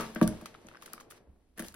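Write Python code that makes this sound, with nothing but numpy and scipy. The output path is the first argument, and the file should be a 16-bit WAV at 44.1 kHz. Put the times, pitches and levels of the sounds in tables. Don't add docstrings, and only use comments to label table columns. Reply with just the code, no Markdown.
import sys
import numpy as np
from scipy import signal
from scipy.fft import rfft, irfft
from scipy.io import wavfile
from scipy.ndimage import uniform_filter1d

SR = 44100
rng = np.random.default_rng(int(sys.argv[2]) if len(sys.argv) > 2 else 0)


def transcribe(signal):
    frames = np.atleast_2d(signal).T
    limited = np.clip(frames, -1, 1)
    pcm = np.round(limited * 32767).astype(np.int16)
    wavfile.write(sys.argv[1], SR, pcm)


def to_linear_factor(level_db):
    exponent = np.asarray(level_db, float) / 20
    return 10 ** exponent


N = 77175
LEAD = 2048

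# [t/s, level/dB, brightness/dB per octave, free ring before a hand mutes it/s]
KNOCKS = [(-.006, -39.5, -4, 0.15), (0.1573, -37, 3.5, 0.25), (0.2132, -18.5, 1, 0.22),
          (0.236, -32.5, -0.5, .2), (0.643, -54.5, 1.5, 0.16), (1.575, -53.5, -2, .2),
          (1.593, -40.5, 3, 0.12), (1.623, -47, 2, 0.16), (0.418, -50, 4.5, 0.43),
          (0.936, -53.5, 2.5, 0.022), (1.74, -61.5, 3.5, .1)]
# [f/Hz, level/dB, t60/s]
BENCH_MODES = [(128, -13.5, 0.91), (175.4, -8, 0.27), (211.9, 0.5, 0.24), (252, 2, 0.045),
               (318.1, -1.5, 0.15), (422.8, -12.5, .14), (531.5, -7.5, 0.05), (619.5, -13.5, 0.24),
               (682, -16, 0.17), (759, -13.5, 0.037), (914, -21, 0.14), (1142, -12, 0.056),
               (1138.6, -23.5, 0.22), (1629, -22.5, 0.095)]
# [t/s, peak level/dB, f/Hz]
CLACKS = [(.161, -36, 2800), (0.2138, -15, 1120), (.2146, -32.5, 1800), (.228, -31.5, 1650),
          (0.2777, -29.5, 1500), (0.4115, -41.5, 1190), (0.4584, -33.5, 1266), (0.549, -39.5, 1290),
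          (0.6855, -43, 1410), (0.7137, -42.5, 1320), (.738, -46, 1180), (0.7473, -39.5, 1520),
          (0.7544, -38.5, 1194), (0.7707, -41.5, 1540), (0.8248, -35, 1190), (.835, -52, 1310),
          (0.8615, -38, 1570), (0.878, -43, 1390), (.928, -44, 1484), (0.9358, -30.5, 1283),
          (0.9788, -38.5, 1250), (0.9995, -39, 1350), (1.0094, -41, 1144), (1.1087, -44, 1210),
          (1.1212, -40, 1442), (1.5765, -43, 1736), (1.581, -40, 1750), (1.587, -53.5, 1750),
          (1.599, -37, 1500), (1.604, -40, 1680), (1.609, -35, 1370), (1.651, -43, 1680),
          (1.676, -48, 1900), (1.691, -49.5, 1700), (1.748, -46, 1470), (1.5935, -28.5, 1730),
          (1.6225, -35.5, 1700), (1.6317, -40, 1880), (1.6459, -38, 1820), (1.7414, -41.5, 1480)]
# [t/s, peak level/dB, f/Hz]
PINGS = [(0.459, -46, 4230), (.669, -40.5, 6180), (0.77, -46.5, 5270), (0.934, -58, 3360),
         (1.008, -42, 6330), (1.605, -51, 3560), (1.643, -48, 3400), (1.6841, -38.5, 4140)]
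# [start t/s, length/s, level/dB]
HEAPS = [
    (.002, 0.06, -27.5),
    (1.584, 0.15, -40.5),
]
HEAP_HZ = (1045, 1910)
# [t/s, peak level/dB, length/s, brightness/dB per octave]
TICKS = [(.004, -34, 0.018, -3), (0.1486, -33.5, 0.0034, 5.5), (0.1572, -50, 0.016, -17.5),
         (0.213, -33.5, 0.0063, 2), (0.2229, -31.5, 0.022, -6), (0.2758, -21, 0.0036, 0),
         (0.411, -46.5, 0.011, -0.5), (0.4555, -37.5, 0.015, -7.5), (0.542, -55.5, 0.0094, -11.5),
         (0.662, -62, 0.017, 6), (0.6845, -48.5, 0.0076, -10.5), (0.761, -67, 0.011, -17),
         (0.814, -52, 0.0039, -6), (0.821, -40.5, 0.0076, -4), (0.83, -47.5, 0.013, -5.5),
         (0.8577, -39.5, 0.012, -2.2), (0.933, -27, 0.0034, 4), (0.998, -49.5, 0.028, -5),
         (1.099, -45.5, 0.029, 0), (1.108, -45, 0.014, -4.5), (1.112, -50.5, 0.011, 1),
         (1.575, -45.5, 0.0086, 11), (1.582, -38, 0.0039, 9), (1.5922, -31.5, 0.013, 7),
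         (1.6, -36.5, 0.012, -1), (1.623, -36, 0.0033, 8), (1.629, -47, 0.073, -2),
         (1.652, -47.5, 0.056, 0.5), (1.683, -32, 0.0034, 1), (1.724, -38, 0.00067, 3),
         (1.741, -41, 0.0086, -2)]
# [f/Hz, level/dB]
TICK_TONE = [(800, -54.5), (1500, -12.5), (3700, -8.5), (7000, -5.5), (10500, -5.5), (13500, -2.5),
             (15300, -10.5), (16800, -15)]
# [t/s, level/dB, brightness/steps of +2.4 dB above 1500 Hz and -1.2 dB
HANDLING = [(0, -48.5, 4), (.13, -60, 2.5), (.3, -52, 0), (.43, -62.5, 2.5), (.58, -65, 0.5),
            (.7, -64.5, 1), (.79, -66.5, 1), (.84, -64, 3), (1.02, -65.5, 1.5), (1.08, -69.5, -4),
            (1.105, -66, 0.5), (1.18, -66.5, 4), (1.21, -80, -8.5), (1.4, -79.5, -0.5), (1.555, -88.5, 3),
            (1.58, -66.5, 6.5), (1.665, -63, 2.5), (1.72, -78, 5)]
# [f/Hz, level/dB]
FILM_TONE = [(150, 4), (450, 7), (1200, -6), (2500, -12), (5000, -17), (10000, -24.5), (13500, -22),
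             (16500, -35.5)]
# [f/Hz, level/dB, t60/s]
FRAME_MODES = [(172, 1, 0.12), (224, -3, 0.5), (307, -3.5, 0.2), (430.5, -4, 0.23), (663, 1, 0.14),
               (910, -6.5, 0.34), (1016, 1, .14), (1166, 0.5, 0.22), (1188, 1.5, 0.089), (1288.3, -0.5, .2),
               (1480, -14.5, .1), (1900, -22, .15), (2200, -10.5, 0.14), (2744, -8, 0.23)]
# [t/s, level/dB]
LEANING = [(0, -68), (.08, -81), (.19, -61), (.24, -41), (.58, -79), (.662, -58.5), (.78, -86), (1.18, -81),
           (1.3, -58), (1.4, -69.5), (1.54, -70), (1.6, -55.5), (1.75, -61.5)]
# [f/Hz, level/dB]
LEAN_TONE = [(20, -9), (35, -8), (70, -2), (120, -17), (300, -20.5), (700, -60)]
# [f/Hz, level/dB]
AIR_TONE = [(25, -11.5), (60, -9.5), (114, -20.5), (250, -1.5), (600, -16), (1000, -32), (5000, -33.5),
            (12500, -32)]
# [f/Hz, t60/s]
ROOM_DECAY = [(100, 0.34), (500, 0.28), (2000, 0.27), (8000, 0.22), (16000, 0.09)]
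# [f/Hz, likeness 0-1]
PORT_LIKENESS = [(60, 1), (300, 0.73), (700, 0.65), (1200, 0.73), (2200, 0.066), (5500, 0.35), (7500, 0.83),
                 (14500, .9), (16500, .5)]
# [f/Hz, left over right level/dB]
LEFT_OVER_RIGHT = [(100, -2), (400, 0), (2000, 2.5), (4000, 0.5), (8000, 0.5)]
# [f/Hz, level/dB]
MIC_RESPONSE = [(12700, 0), (13300, -9), (14400, -9), (14800, 2), (15900, 0), (16300, -20)]
# [from f/Hz, to f/Hz, share of time in mid, share of time in side, masking by the treble 0-1]
FAINT_BANDS = [(5200, 6200, .03, 0, 1), (6200, 7000, .1, 0, 1), (7000, 7700, .24, 0, 1),
               (7700, 8200, .08, 0, 1), (9400, 10600, 0, .23, 1), (12300, 13150, .1, 0, 0),
               (13150, 14500, .91, .1, 0), (14500, 15900, .45, .35, .3), (15900, 17500, .9, .88, 0)]

TWIN_DB = -10


def silence():
    return np.zeros((2, N + LEAD))


def hiss(size=N + LEAD):
    return rng.standard_normal((2, size))


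def evened(x):
    return x / np.sqrt(np.mean(x ** 2) + 1e-20)


def read(points, hz):
    f, value = np.transpose(points)
    return np.interp(np.log(hz + 1), np.log(f + 1), value)


def follow(curve, column):
    rows = np.transpose(curve)
    return np.interp((np.arange(N + LEAD) - LEAD) / SR, rows[0], rows[column])


def add(mix, s, sound):
    part = mix[:, round(s * SR) + LEAD:][:, :sound.shape[1]]
    part += sound[:, :part.shape[1]]


def colour(x, tone, tilt_db=0):
    hz = np.fft.rfftfreq(x.shape[1], 1 / SR)
    tilt = to_linear_factor(tilt_db * np.log2(np.minimum(hz + 300, 11000) / 8000))
    gain = evened(to_linear_factor(read(tone, hz))) * tilt
    return irfft(rfft(x) * gain, x.shape[1])


def ring(t, hz, t60, turn):
    cycles = hz * t + np.array([[0], [turn]])
    return to_linear_factor(-60 * t / t60) * np.sin(2 * np.pi * cycles)


def bench():
    out, t = silence(), np.arange(SR) / SR
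    rise_s, detune = .002, .01
    mute_db, mute_slope = -36.5, 0.28
    wobble_db, wobble_hz = 5, (11, 30)
    for s, db, tilt_db, free_s in KNOCKS:
        for k, (hz, mode_db, t60) in enumerate(BENCH_MODES):
            u, turn = rng.random(2)
            swell = 1 - np.exp(-t / (rise_s * (.2 + (230 / hz) ** 3)))
            beating_db = wobble_db * np.sin(2 * np.pi * t * np.interp(u, (0, 1), wobble_hz))
            muting_db = mute_db * (t / max(free_s, .02) * (hz / 150) ** mute_slope) ** 4
            strength = to_linear_factor(db + mode_db + tilt_db * np.log2(hz / 250))
            level = (-1) ** k * to_linear_factor([[0], [TWIN_DB]]) * strength
            tone = ring(t, hz * (1 + detune * (u - .5)), t60, turn)
            add(out, s, level * swell * to_linear_factor(muting_db + beating_db) * tone)
    return out


def heaps():
    hits = []
    low, high = HEAP_HZ
    for s, length, db in HEAPS:
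        for u, v, w in rng.random((22, 3)):
            hits.append((s + length * u ** 2, db - 12 * u - 10 * v, low + (high - low) * w))
    return hits


def clacks():
    out, t = silence(), np.arange(2000) / SR
    clack_t60, fizz_db = .015, -8
    overtone, overtone_db, overtone_ring = 1.27, -14, 1.2
    for s, db, hz in [*CLACKS, *PINGS, *heaps()]:
        turn = rng.random(2)
        t60 = clack_t60 * (.6 if db > -27 else np.sqrt(1300 / hz))
        band = signal.butter(2, [hz * 0.73, hz * 1.99], "band", fs=SR)
        puff = evened(signal.lfilter(*band, hiss(len(t)))) * to_linear_factor(fizz_db - 60 * t / t60)
        tone = ring(t, hz, t60, turn[0])
        tone += to_linear_factor(overtone_db) * ring(t, hz * overtone, t60 * overtone_ring, turn[1])
        attack = np.minimum(t / 0.00075, 1)
        add(out, s, to_linear_factor(db) * attack * (tone + puff))
    return out


def ticks():
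    out, t = silence(), np.arange(4000) / SR
    for s, db, length, tilt_db in TICKS:
        burst = colour(hiss(len(t)), TICK_TONE, tilt_db)
        u = t / max(length, .001)
        swell = np.minimum(u / .22, 1) ** 2
        add(out, s, burst * swell * to_linear_factor(db + 0.5 - 22.7 * u))
    return out


def film():
    size = N + LEAD
    film_db, creases_per_s, spread_db, hiss_share = 6, 600, 7.5, .8
    crease = to_linear_factor(spread_db * np.minimum(rng.exponential(1, size), 3))
    crease = crease * (rng.random(size) < creases_per_s / SR)
    grain = signal.lfilter([1], [1, -.97], crease ** 2)
    level = np.sqrt(hiss_share + (1 - hiss_share) * grain / grain.mean())
    rustle = colour(level * hiss(), FILM_TONE)
    dull = signal.lfilter(*signal.butter(1, 1500, fs=SR), rustle)
    crisp = to_linear_factor(2.4 * follow(HANDLING, column=2))
    moved = dull / np.sqrt(crisp) + (rustle - dull) * crisp
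    return moved * to_linear_factor(film_db + follow(HANDLING, column=1))


def frame():
    out, t = silence(), np.arange(SR // 2) / SR
    set_down_s, frame_db = -0.0071, -38
    for hz, db, t60 in FRAME_MODES:
        tone = ring(t, hz, t60, rng.random())
        add(out, set_down_s, to_linear_factor([[0], [TWIN_DB]]) * to_linear_factor(frame_db + db) * tone)
    return out


def leaning():
    return colour(hiss(), LEAN_TONE) * to_linear_factor(follow(LEANING, column=1))


def air():
    air_db, lump_db = -74.5, 1.5
    lumps = rng.standard_normal(N + LEAD)
    for _ in range(2):
        lumps = uniform_filter1d(lumps, 3000)
    return colour(hiss(), AIR_TONE) * to_linear_factor(air_db + lump_db * evened(lumps))


def room(x):
    hz, t, z = signal.stft(hiss(SR // 2), SR, nperseg=256)
    decay = to_linear_factor(-60 * t / read(ROOM_DECAY, hz)[:, None]) * (t > .005)
    tail = signal.istft(z * decay, SR, nperseg=256)[1]
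    tail = tail / np.linalg.norm(tail[0])
    return signal.fftconvolve(x[:1], tail, axes=1)[:, :x.shape[1]]


def ports(x):
    lead_s, crossover_hz = 1.45e-4, 4500
    hz, (a, b) = np.fft.rfftfreq(x.shape[1], 1 / SR), rfft(x)
    same = np.clip(read(PORT_LIKENESS, hz), 0, 1)
    tilt = to_linear_factor(read(LEFT_OVER_RIGHT, hz) / 2)
    turn = np.where(hz > crossover_hz, -np.exp(2j * np.pi * hz * lead_s), 1)
    right = same * turn * a + np.sqrt(1 - same ** 2) * b
    return irfft(np.array([a * tilt, right / tilt]), x.shape[1])


def scene():
    room_db, clack_room_db = -10, -7
    nuts = clacks()
    rest = bench() + ticks() + film() + frame()
    reverb = to_linear_factor(room_db) * room(rest + to_linear_factor(clack_room_db) * nuts)
    mix = nuts + rest + reverb + leaning() + air()
    pad = np.zeros((2, SR // 10))
    return ports(np.hstack([mix, pad]))[:, LEAD:LEAD + N]


def band_db(z, band):
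    return 10 * np.log10((abs(z[:, band]) ** 2).mean(1) + 1e-20)


def faint_bands_silenced(x):
    mid_side = np.array([x[0] + x[1], x[0] - x[1]]) / 2
    hz, t, z = signal.stft(mid_side, SR, nperseg=1024)
    keep = np.ones(z.shape)
    treble = band_db(z, (hz >= 2000) & (hz < 12000))
    for lo, hi, mid, side, masking in FAINT_BANDS:
        band = (hz >= lo) & (hz < hi)
        waver_db = 7 * uniform_filter1d(rng.standard_normal(treble.shape), size=5)
        margin = band_db(z, band) - masking * treble + waver_db
        bar = [[np.quantile(margin[0], mid)], [np.quantile(margin[1], side)]]
        keep[:, band] = (margin >= bar)[:, None]
    m, s = signal.istft(z * keep, SR, nperseg=1024)[1][:, :N]
    return np.array([m + s, m - s])


def top_cut(x):
    return signal.sosfilt(signal.butter(12, 17050, fs=SR, output="sos"), x)


def record(dry):
    gain = to_linear_factor(read(MIC_RESPONSE, np.fft.rfftfreq(N, 1 / SR)))
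    heard = irfft(rfft(dry) * gain, N)
    limit = signal.firwin(255, 16700, fs=SR)
    cut = signal.oaconvolve(heard, limit[None], "same")
    return top_cut(faint_bands_silenced(cut))


dry = scene()
out = record(dry)
transcribe(out)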